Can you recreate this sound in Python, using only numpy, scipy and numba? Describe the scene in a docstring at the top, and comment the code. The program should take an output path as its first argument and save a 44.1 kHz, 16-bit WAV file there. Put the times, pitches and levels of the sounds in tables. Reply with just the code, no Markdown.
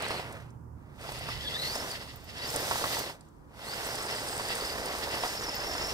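"""A small electric model truck, right of a two-port microphone, works through loose dirt in throttle bursts.
It first rolls off crunching gravel with a short whine, then the gravel and the tyres die away.
From about 1, 2.3 and 3.6 s the throttle returns: meshing gears whine and rattle the plastic shell, tyres
churn soil and spray grit, stones knock, pebbles clink; flecks of very high narrow hiss appear from 2.2 s.
A low far rumble with two hums, slow wind and faint outdoor air lie underneath throughout."""
import sys
import numpy as np
from scipy import signal
from scipy.fft import rfft, irfft
from scipy.io import wavfile
from scipy.ndimage import uniform_filter1d
from numba import njit

SR = 44100
rng = np.random.default_rng(int(sys.argv[2]) if len(sys.argv) > 2 else 0)


def inscribe(sig):
    """Save sig as 16-bit PCM at rate SR to the path in sys.argv[1].

    A 1-D sig is mono; a 2-D sig holds one channel per row.
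    Samples are clipped to [-1, 1] before scaling.
    """
    pcm = np.round(np.clip(np.atleast_2d(sig).T, -1, 1) * 32767)
    wavfile.write(sys.argv[1], SR, pcm.astype(np.int16))


N = 261513
T = np.arange(N) / SR


def undb(db):
    """Decibels to amplitude."""
    return 10 ** (np.asarray(db) / 20)


def unit(x):
    """Scale to an RMS of 1."""
    return x / np.sqrt(np.mean(x ** 2))


def curves(rows):
    """Columns of a table as straight lines over time."""
    times, *columns = np.transpose(rows)
    return [np.interp(T, times, column) for column in columns]


@njit
def svf(x, hz, width):
    """State-variable band-pass with a moving centre, gain 1 at the centre."""
    y, band_state, low_state = np.empty(len(x)), 0., 0.
    for i in range(len(x)):
        g, damping = np.tan(np.pi * hz[i] / SR), width / hz[i]
        band = (band_state + g * (x[i] - low_state)) / (1 + g * (g + damping))
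        band_state = 2 * band - band_state
        low_state += 2 * g * band
        y[i] = damping * band
    return y


def ring(x, modes):
    """A few resonant bands, summed with alternating sign."""
    total = 0
    for k, (hz, width, db) in enumerate(modes):
        total = total + (-1) ** k * undb(db) * svf(x, np.full(N, 1. * hz), 1. * width)
    return total


def colour(x, points, size=4096):
    """Causal filter with the given (frequency [Hz], gain [dB]) shape, made from the cepstrum."""
    hz, db = np.transpose(points)
    bins_hz = np.arange(size // 2 + 1) * SR / size
    cepstrum = irfft(np.log(undb(np.interp(np.log(bins_hz + 1), np.log(hz), db))))
    # folding the cepstrum forward gives minimum phase
    cepstrum[1:size // 2] *= 2
    cepstrum[size // 2 + 1:] = 0
    return signal.fftconvolve(x, irfft(np.exp(rfft(cepstrum))))[:N]


def walk(rate):
    """Random levels held 1 / rate s and slewed twice; spread 1."""
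    hold = int(SR / rate)
    steps = np.repeat(rng.standard_normal(N // hold + 1), hold)
    return unit(uniform_filter1d(uniform_filter1d(steps, hold), hold)[:N])


def grains(rate, spread_db):
    """Random clicks, many small and a few large; rows: heard by both ports, left only, right only."""
    chance, side, size = rng.random((3, 3, N))
    size_db = np.minimum(-spread_db * np.log(1 - size), 4 * spread_db)
    return (chance < rate / SR) * np.sign(side - .5) * undb(size_db)


LEFT_LAG = 8  # samples


def ports(x, own_db=-99):
    """The left port is further from the truck, so later and softer; own rows reach one port only."""
    both, left, right = x if x.ndim > 1 else (x, 0, 0)
    late = np.concatenate([np.zeros(LEFT_LAG), both[:-LEFT_LAG]])
    return np.array([undb(-2.0) * (late + undb(own_db) * left),
                     undb(-0.49) * (both + undb(own_db) * right)])


# far drone and wind before port gains: (time [s], drone level [dB], wind level [dB])
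DRONE_AND_WIND = [(0.0, -53, -64), (0.38, -50, -66), (0.89, -53, -59), (1.45, -49.5, -50),
                  (2.3, -53.5, -58), (2.71, -48, -61), (3.3, -59, -62), (3.88, -53, -59.5),
                  (4.66, -55, -53), (5.93, -54.5, -52)]
# two low hums before port gains: (time [s], lower hum level [dB], upper hum level [dB])
HUM_LEVELS = [(0.0, -58, -54), (0.2, -57, -54.5), (0.6, -57, -48.5), (0.73, -49.5, -49.5), (0.82, -58, -67),
              (0.92, -59, -69), (1.15, -56, -57), (1.38, -47, -49), (1.46, -51, -63), (1.6, -49, -63),
              (1.68, -66, -64), (2.1, -56, -62), (2.94, -58, -54), (3.32, -67, -71), (3.85, -60, -60),
              (4.6, -55, -60), (5.73, -58.5, -59), (5.93, -48, -52)]
# centre pitches of the lower and upper hum: [Hz] each
HUM_PITCHES = [74.4, 117.5]
# resonances that shape the drone: (frequency [Hz], width [Hz], level [dB])
DRONE_MODES = [(154, 23, -5.5), (91, 69, -8.5), (226, 118, -11)]
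# broad low body ahead of those modes: (frequency [Hz], width [Hz], level [dB])
DRONE_BODY = [(134, 280, 0)]
# low band of wind on the ports: (frequency [Hz], width [Hz], level [dB])
WIND_BAND = [(52, 49, 0)]
# wind gain, one row per port, left then right: (gain [dB])
WIND_PORT_GAINS = [
    [-7],
    [3],
]


def rumble():
    """Resonant low noise with two wavering hums, and slow wind; all stronger at the right port."""
    drone_db, wind_db = curves(DRONE_AND_WIND)
    shared, left_own = (unit(ring(ring(rng.standard_normal(N), DRONE_BODY), DRONE_MODES)) for _ in range(2))
    hum = np.zeros(N)
    for db, hz in zip(curves(HUM_LEVELS), HUM_PITCHES):
        phase = 2 * np.pi * np.cumsum(hz * (1 + 0.02505 * walk(7))) / SR
        hum += undb(db + 2.2 * walk(12)) * np.sqrt(2) * np.sin(phase)
    gust, eddy = (unit(ring(ring(ring(rng.standard_normal(N), WIND_BAND), WIND_BAND), WIND_BAND))
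                  for _ in range(2))
    wind = np.array([gust + 0.4 * eddy, gust])
    drone = undb(drone_db) * np.array([shared + 0.56 * left_own, shared]) + hum
    return drone * undb([[-3.5], [3]]) + undb(wind_db) * wind * undb(WIND_PORT_GAINS)


# spectrum of the outdoor hush: (frequency [Hz], level [dB])
AIR_SHAPE = [(30, -4), (150, -5.5), (300, 4.5), (400, 0), (660, -6.5), (950, -1), (1400, -10),
             (2200, -27.5), (3600, -48), (5000, -31), (6500, -30), (16000, -34)]


def air():
    """Faint outdoor hush: slowly breathing noise, unrelated at the two ports."""
    return np.array([undb(db + 2.0 * walk(3.0)) * unit(colour(rng.standard_normal(N), AIR_SHAPE))
                     for db in (-58.5, -56.5)])


# crunch of the gravel patch: (frequency [Hz], width [Hz], level [dB])
GRAVEL_MODES = [(2680, 1100, 3.5), (1520, 1370, -2)]
GRAVEL_LEFT_S, GRAVEL_FADE_DB_PER_S = 0.16, 97


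def gravel():
    """Small stones crunch under the tyres as resonant grains, fading once the patch is left behind."""
    fade_db = GRAVEL_FADE_DB_PER_S * np.maximum(T - GRAVEL_LEFT_S, 0)
    crunch = np.array([unit(ring(g, GRAVEL_MODES)) for g in grains(1500, spread_db=0.5)])
    return ports(undb(-50.5 - fade_db + 3.4 * walk(40.0)) * crunch, own_db=8.0)


# gear whine before shake and trims, one table per burst: (time [s], tooth mesh rate [Hz], level [dB])
WHINE_BURSTS = [
    [(0, 4100, -50), (.08, 3915, -49), (.13, 4550, -49.5), (.2, 4010, -52), (.24, 4030, -89)],
    [(1.0, 2520, -56), (1.3, 2640, -47), (1.37, 2890, -54), (1.445, 3630, -45), (1.48, 3370, -38.5),
     (1.52, 3344, -49), (1.555, 3480, -38), (1.585, 3924, -43.5), (1.66, 4160, -37), (1.7, 4580, -41.5),
     (1.76, 5150, -41), (1.82, 5400, -42), (1.87, 5960, -54), (1.9, 5290, -39), (1.918, 4590, -39),
     (1.95, 4580, -57), (2.05, 4250, -67)],
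    [(2.3, 2495, -63), (2.385, 3553, -50.5), (2.415, 3974, -46.5), (2.427, 4610, -45), (2.458, 4800, -40),
     (2.47, 5200, -41.5), (2.49, 5200, -40), (2.52, 5160, -49.5), (2.98, 4990, -49), (3.03, 4410, -50),
     (3.065, 3850, -47), (3.12, 2810, -75)],
    [(3.58, 2876, -68), (3.63, 3410, -57), (3.7, 4550, -47), (3.74, 4820, -45.5), (3.78, 5360, -50),
     (4.0, 5110, -44), (4.5, 4865, -51), (4.62, 4945, -44), (4.8, 5160, -46.5), (5.0, 4955, -52.5),
     (5.3, 5292, -40.5), (5.93, 5280, -39.5)],
]
# how hard the tyres dig, which shakes the whine: (time [s], load [1 = rolling])
TYRE_LOAD = [(0, 3.3), (1.2, 1.6), (2.2, 1.4), (2.5, 1.2), (2.56, 3.3), (2.98, 3.3), (3.04, 1.3),
             (3.74, 1.3), (3.82, 3.0), (5.1, 3.0), (5.25, 2.5)]
# plastic shell resonances, shared with the rattle: (frequency [Hz], width [Hz], level [dB])
SHELL_MODES = [(1975, 136, 4.5), (2700, 200, 4.5), (4540, 170, -1), (5380, 89, 4), (3430, 1900, -3.5)]
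SLOW_PAIR = 0.495  # mesh rate of the slower gear pair over the faster
SLOW_DB = -15  # slower pair relative to the faster, before the lift
SLOW_LIFT_DB, SLOW_HZ, SLOW_WIDTH_HZ = 11, 1830, 320  # lift where it meets the low shell mode
TEETH_PER_THROB = 118  # nominal; the turn rate wanders
THROB_DB = 1.25  # swell once a turn, per unit of load
SAG, JERK = 0.04, 0.012  # pitch share lost through each throb and jerked by grip, per unit of load
TONE_DB, BLUR_DB = -5, -2  # clean mesh tone and the narrow blur around it
UPPER_STRAND, UPPER_DB = 1.3, -8  # a fainter strand above the mesh tone: pitch ratio, level
RASP_DB, RASP_WIDTH_HZ = -4, 800.  # a broad rasp around the mesh tone


def whine():
    """Teeth meet unevenly: a mesh tone swells and sags once a turn, over a slower pair, through the shell."""
    direct, left_return = np.zeros((2, N))
    load, = curves(TYRE_LOAD)
    for burst in WHINE_BURSTS:
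        hz, fast_db = curves(burst)
        slow_lift = np.exp(-((SLOW_PAIR * hz - SLOW_HZ) / SLOW_WIDTH_HZ) ** 2)
        slow_db = fast_db + SLOW_DB + SLOW_LIFT_DB * slow_lift
        since_start, until_end = T - burst[0][0] + 0.017, burst[-1][0] - T + 0.055
        on = np.clip(np.minimum(since_start, until_end) / 0.0092, 0, 1)
        turn = np.cumsum(hz * (1 + 0.154 * np.tanh(walk(16)))) / SR / TEETH_PER_THROB % 1
        sag = uniform_filter1d(.5 - turn, size=100)
        grip = np.tanh(walk(300)) + .5 * walk(40)
        hz = hz * (1 + load * (SAG * sag + JERK * grip))

        def swell(db):
            throb_db = -THROB_DB * load * np.cos(2 * np.pi * turn)
            flutter_db = (3.5 + 0.59 * load) * np.tanh(walk(110))
            return on * undb(db + throb_db + flutter_db)

        for share, db in ((1, fast_db), (SLOW_PAIR, slow_db)):
            phase = 2 * np.pi * np.cumsum(share * hz) / SR
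            tone = swell(db + TONE_DB) * np.sqrt(2) * np.sin(phase)
            direct += tone
            left_return += tone
        strands = ((1, fast_db + BLUR_DB, 220.),
                   (SLOW_PAIR, slow_db + BLUR_DB, 160.),
                   (UPPER_STRAND, fast_db + UPPER_DB, 400.),
                   (1, fast_db + RASP_DB, RASP_WIDTH_HZ))
        for share, db, width in strands:
            flutter = swell(db)
            for row in (direct, left_return):
                narrow = svf(rng.standard_normal(N), share * hz, width)
                row += flutter * unit(svf(narrow, share * hz, width))
    # the left port also hears a late return from the ground
    rows = (direct, np.roll(left_return, 47), np.zeros(N))
    return ports(np.array([.5 * row + 0.7 * ring(row, SHELL_MODES) for row in rows]), own_db=-2.5)


def rattle(db):
    """Gear backlash taps the shell many times a turn, in uneven clumps."""
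    taps = np.array([unit(ring(g, SHELL_MODES)) for g in grains(2500, spread_db=2.0)])
    return ports(undb(db - 8.5 + 3.6 * walk(45)) * taps, own_db=1.5)


# dull spectrum of torn soil: (frequency [Hz], level [dB])
SOIL_SHAPE = [(60, -22.5), (150, -9), (300, -2.5), (480, 2.5), (900, -0.5), (1200, -3.5), (1600, -3.5),
              (2200, -6.5), (3500, -18.5), (6000, -29.5), (16000, -31)]


def soil(db):
    """Tread lugs tear clods loose: dense dull grains over a rush."""
    clods = [unit(colour(unit(g) + 0.75 * rng.standard_normal(N), SOIL_SHAPE))
             for g in grains(900, spread_db=2.0)]
    return ports(undb(db + 0.99 * walk(20)) * np.array(clods), own_db=-11.0)


# bright spectrum of sprayed sand: (frequency [Hz], level [dB])
GRIT_SHAPE = [(1500, -8), (3500, 4.5), (6000, 3.5), (7200, 0), (8500, 2.5), (10000, -4), (13000, -2.5),
              (14200, -1), (16000, -14)]
# pebble resonances, shared with the clinks: (frequency [Hz], width [Hz], level [dB])
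PEBBLE_MODES = [(7700, 1900, 9), (8660, 2300, 9.5), (5760, 1600, 2), (11500, 11000, -4)]
# gritty band high in the spray: (time [s], level relative to the sand, before its flicker [dB])
HIGH_RASP_LEVEL = [(0, 0), (1.5, -24.5), (3.5, -14), (3.8, -5.5), (4.65, -5.5), (5.0, -15), (5.93, -21)]
# narrow hiss bands, shared with the hiss flecks: (frequency [Hz], width [Hz], level [dB])
HIGH_HISS_BANDS = [(14300, 246, -4.5), (14840, 300, -11)]


def grit(db):
    """Sand sprays against the body; small pebbles clink at random; narrow hiss flickers near 14.3 kHz."""
    spray = np.array([unit(colour(g, GRIT_SHAPE)) for g in grains(6000, spread_db=2.5)])
    spray += 0.22 * np.array([unit(ring(g, PEBBLE_MODES)) for g in grains(77, spread_db=4.5)])
    rasp = np.array([unit(ring(g, [(8200, 770, 0)])) for g in grains(700, spread_db=3.5)])
    spray += undb(curves(HIGH_RASP_LEVEL)[0] + 3.5 * walk(30)) * rasp
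    high_hiss = np.array([unit(ring(g, HIGH_HISS_BANDS)) for g in grains(400, spread_db=8.0)])
    spray += undb(-26 + 6.5 * walk(6.2)) * high_hiss
    return ports(undb(db - 4.0 + 1.36 * np.tanh(walk(11)) + walk(24.95)) * spray, own_db=5.0)


# stones knocking the chassis: (time [s], level before trims [dB], pitch [Hz])
STONE_KNOCKS = [(0.106, -21.5, 980), (0.143, -26.5, 900), (0.195, -25.5, 630), (1.091, -29, 800),
                (1.119, -31.5, 860), (1.21, -34, 800), (1.287, -25, 930), (1.756, -24.5, 670),
                (2.558, -22.5, 523), (2.623, -40, 480), (2.7115, -16.5, 1015), (2.757, -22.5, 1000),
                (2.815, -26, 765), (2.84, -19, 1040), (2.968, -25, 916), (3.098, -30, 973),
                (4.397, -22.5, 970), (4.504, -26.5, 722), (4.951, -26.5, 920), (5.142, -24.5, 859),
                (5.236, -19, 865), (5.2495, -22, 763), (5.2607, -28, 740), (5.485, -25.5, 909),
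                (5.752, -27, 915)]
BOUNCE_S, BOUNCE_DB = 0.00435, -9  # the stone strikes again
TAPS_PER_S = 80  # small stones at random
TAP_DB, TAP_SPREAD_DB = 1, 2.5  # least level over the churned soil, before trims; spread above it
TAP_LOW_HZ, TAP_OCTAVES = 418, 2.28


def knocks(soil_db):
    """A crack and a short push ring hollow plastic, bounce once and rattle; small taps come at random."""
    out, t = np.zeros(N + 2048), np.arange(2048) / SR
    when, size, pitch = rng.random((int(TAPS_PER_S * N / SR), 3)).T
    tap_db = soil_db[(when * N).astype(int)] + TAP_DB - TAP_SPREAD_DB * np.log(1 - .95 * size)
    taps = zip(when * T[-1], tap_db, TAP_LOW_HZ * 2 ** (TAP_OCTAVES * pitch))
    stones = STONE_KNOCKS + list(taps)
    for (s, db, hz), noise in zip(stones, rng.standard_normal((len(stones), 2048))):
        push = np.minimum(t / 0.00026, 1) * 1.34 * np.exp(-t / 0.0015)
        blow = -np.sin(2 * np.pi * hz * t) * push
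        blow = blow + undb(BOUNCE_DB) * np.interp(t - BOUNCE_S, t, blow, left=0)
        crack_noise = unit(svf(noise, np.full(len(t), 2000.), 1200.0))
        crack = (t / 0.002) * np.exp(1 - t / 0.00063) * crack_noise
        tail_noise = unit(svf(noise, np.full(len(t), 1. * hz), 0.75 * hz))
        tail = np.minimum(t / 0.0016, 1) * np.exp(-t / 0.013) * tail_noise
        start = int(s * SR)
        out[start:start + len(t)] += undb(db + 1.5) * (blow + 0.3 * crack + 0.31 * tail)
    # each port also gets its own faint late copy
    return ports(np.array([out[:N], np.roll(out[:N], 140), np.roll(out[:N], 75)]), own_db=-17.5)


# pebbles clinking on hard parts: (time [s], level before trims [dB], own ring [Hz])
PEBBLE_CLINKS = [(0.022, -28, 8430), (0.083, -31, 8200), (0.3253, -36.5, 8440), (0.405, -55, 6000),
                 (0.504, -53.5, 6200), (1.011, -45, 8000), (1.12, -35, 8100), (1.19, -37, 8200),
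                 (1.6204, -32, 8300), (1.755, -27, 8400), (1.913, -29, 8330), (2.158, -46, 9000),
                 (2.241, -58, 9500), (2.29, -49, 8600), (2.381, -39, 5300), (2.502, -26, 8300),
                 (2.541, -31, 8300), (2.561, -18, 8300), (2.701, -27.5, 8150), (2.99, -31, 6200),
                 (3.167, -60, 5170), (3.208, -46, 4630), (3.25, -61, 5800), (3.2868, -57, 6800),
                 (3.9539, -29, 8250), (4.026, -32, 8000), (4.065, -32, 8000), (4.286, -30, 8160),
                 (4.378, -28, 8200), (4.4855, -27.5, 8300), (4.553, -26, 8200), (4.8579, -28, 8300),
                 (5.039, -33, 8300), (5.151, -31, 8200)]


def clinks():
    """A hard tick with a crumb of scatter, rung through the pebble resonances and each pebble's own ring."""
    kick, t = np.zeros((2, 3, N + 512)), np.arange(512) / SR
    crumbs = rng.standard_normal((len(PEBBLE_CLINKS), 3, 512)) * np.exp(-t / 0.004)
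    for (s, db, hz), crumb in zip(PEBBLE_CLINKS, crumbs):
        own = [undb(11.5) * svf(c, np.full(len(t), 1. * hz), 700.) for c in crumb]
        start = int(s * SR)
        kick[:, :, start:start + len(t)] += undb(db - 12.5) * np.array([crumb, own])
    rung = np.array([ring(tick[:N], PEBBLE_MODES) + own[:N] for tick, own in zip(*kick)])
    return ports(rung, own_db=6.5)


# short flecks of narrow high hiss: (time [s], level before trims [dB])
HISS_FLECKS = [(2.1575, -42), (2.2413, -52), (2.5057, -41), (2.601, -38), (2.9215, -40), (2.9901, -32),
               (3.8666, -39), (4.3096, -38), (4.8524, -39), (5.1764, -40), (5.5518, -39), (5.673, -40)]


def hiss_flecks():
    """Short flecks of narrow hiss near 14.3 kHz: decaying noise bursts through the high bands."""
    bursts, t = np.zeros((3, N + 512)), np.arange(512) / SR
    for (s, db), noise in zip(HISS_FLECKS, rng.standard_normal((len(HISS_FLECKS), 3, 512))):
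        start = int(s * SR)
        bursts[:, start:start + len(t)] += undb(db + 19) * noise * np.exp(-t / 0.004)
    return ports(np.array([ring(row[:N], HIGH_HISS_BANDS) for row in bursts]), own_db=7.0)


# effort of the spinning tyres, before trims: (time [s], churned soil level [dB], thrown grit level [dB])
TYRE_EFFORT = [(0.0, -37.5, -52), (0.16, -39.5, -52), (0.26, -44, -57), (0.38, -48, -65.5),
               (0.5, -61.5, -76), (0.62, -88, -104), (0.8, -67.5, -83), (0.94, -58.5, -73),
               (1.04, -43.5, -53), (1.4, -47, -50.5), (1.75, -38, -40.5), (1.93, -41.5, -47),
               (2.06, -50.5, -54), (2.22, -52, -61.5), (2.35, -49, -54), (2.54, -36, -38.5),
               (3.0, -36, -38.5), (3.1, -45, -49.5), (3.19, -60, -70.5), (3.3, -73.5, -76),
               (3.47, -68.5, -84), (3.57, -51.5, -62.5), (3.68, -42.5, -48), (3.85, -38.5, -44.5),
               (5.2, -37, -44), (5.32, -39, -45), (5.93, -37, -44.5)]
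GRIT_REF_DB = -50
RATTLE_DB, RATTLE_SLOPE = -38.5, 1.54  # rattle drive with grit at GRIT_REF_DB; dB per dB of grit
RATTLE_TOP_DB = -39.5  # ceiling of that drive


def scene():
    """Tyre effort drives soil, taps, grit and shell rattle; the other layers keep their own timing."""
    soil_db, grit_db = curves(TYRE_EFFORT)
    rattle_db = np.minimum(RATTLE_DB + RATTLE_SLOPE * (grit_db - GRIT_REF_DB), RATTLE_TOP_DB)
    surroundings = rumble() + air()
    truck = gravel() + whine() + rattle(rattle_db)
    dirt = soil(soil_db) + grit(grit_db)
    hits = knocks(soil_db) + clinks()
    return surroundings + truck + dirt + hits + hiss_flecks()


# uneven shading of the left port by the case: (frequency [Hz], gain [dB])
LEFT_PORT_SHAPE = [(300, -1), (1700, -0.5), (3900, 1.5), (5150, -0.5), (6200, -1.5), (8000, -1), (9600, 0),
                   (11300, -2), (13000, 1), (15200, -1.5)]
TOP_HZ = 15700


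def record(dry):
    """The case shades the left port unevenly; the recorder cuts the top steeply."""
    shaded = np.array([colour(dry[0], LEFT_PORT_SHAPE), dry[1]])
    return signal.sosfilt(signal.ellip(12, .2, 90, TOP_HZ, fs=SR, output="sos"), shaded)


dry = scene()
out = record(dry)
inscribe(out)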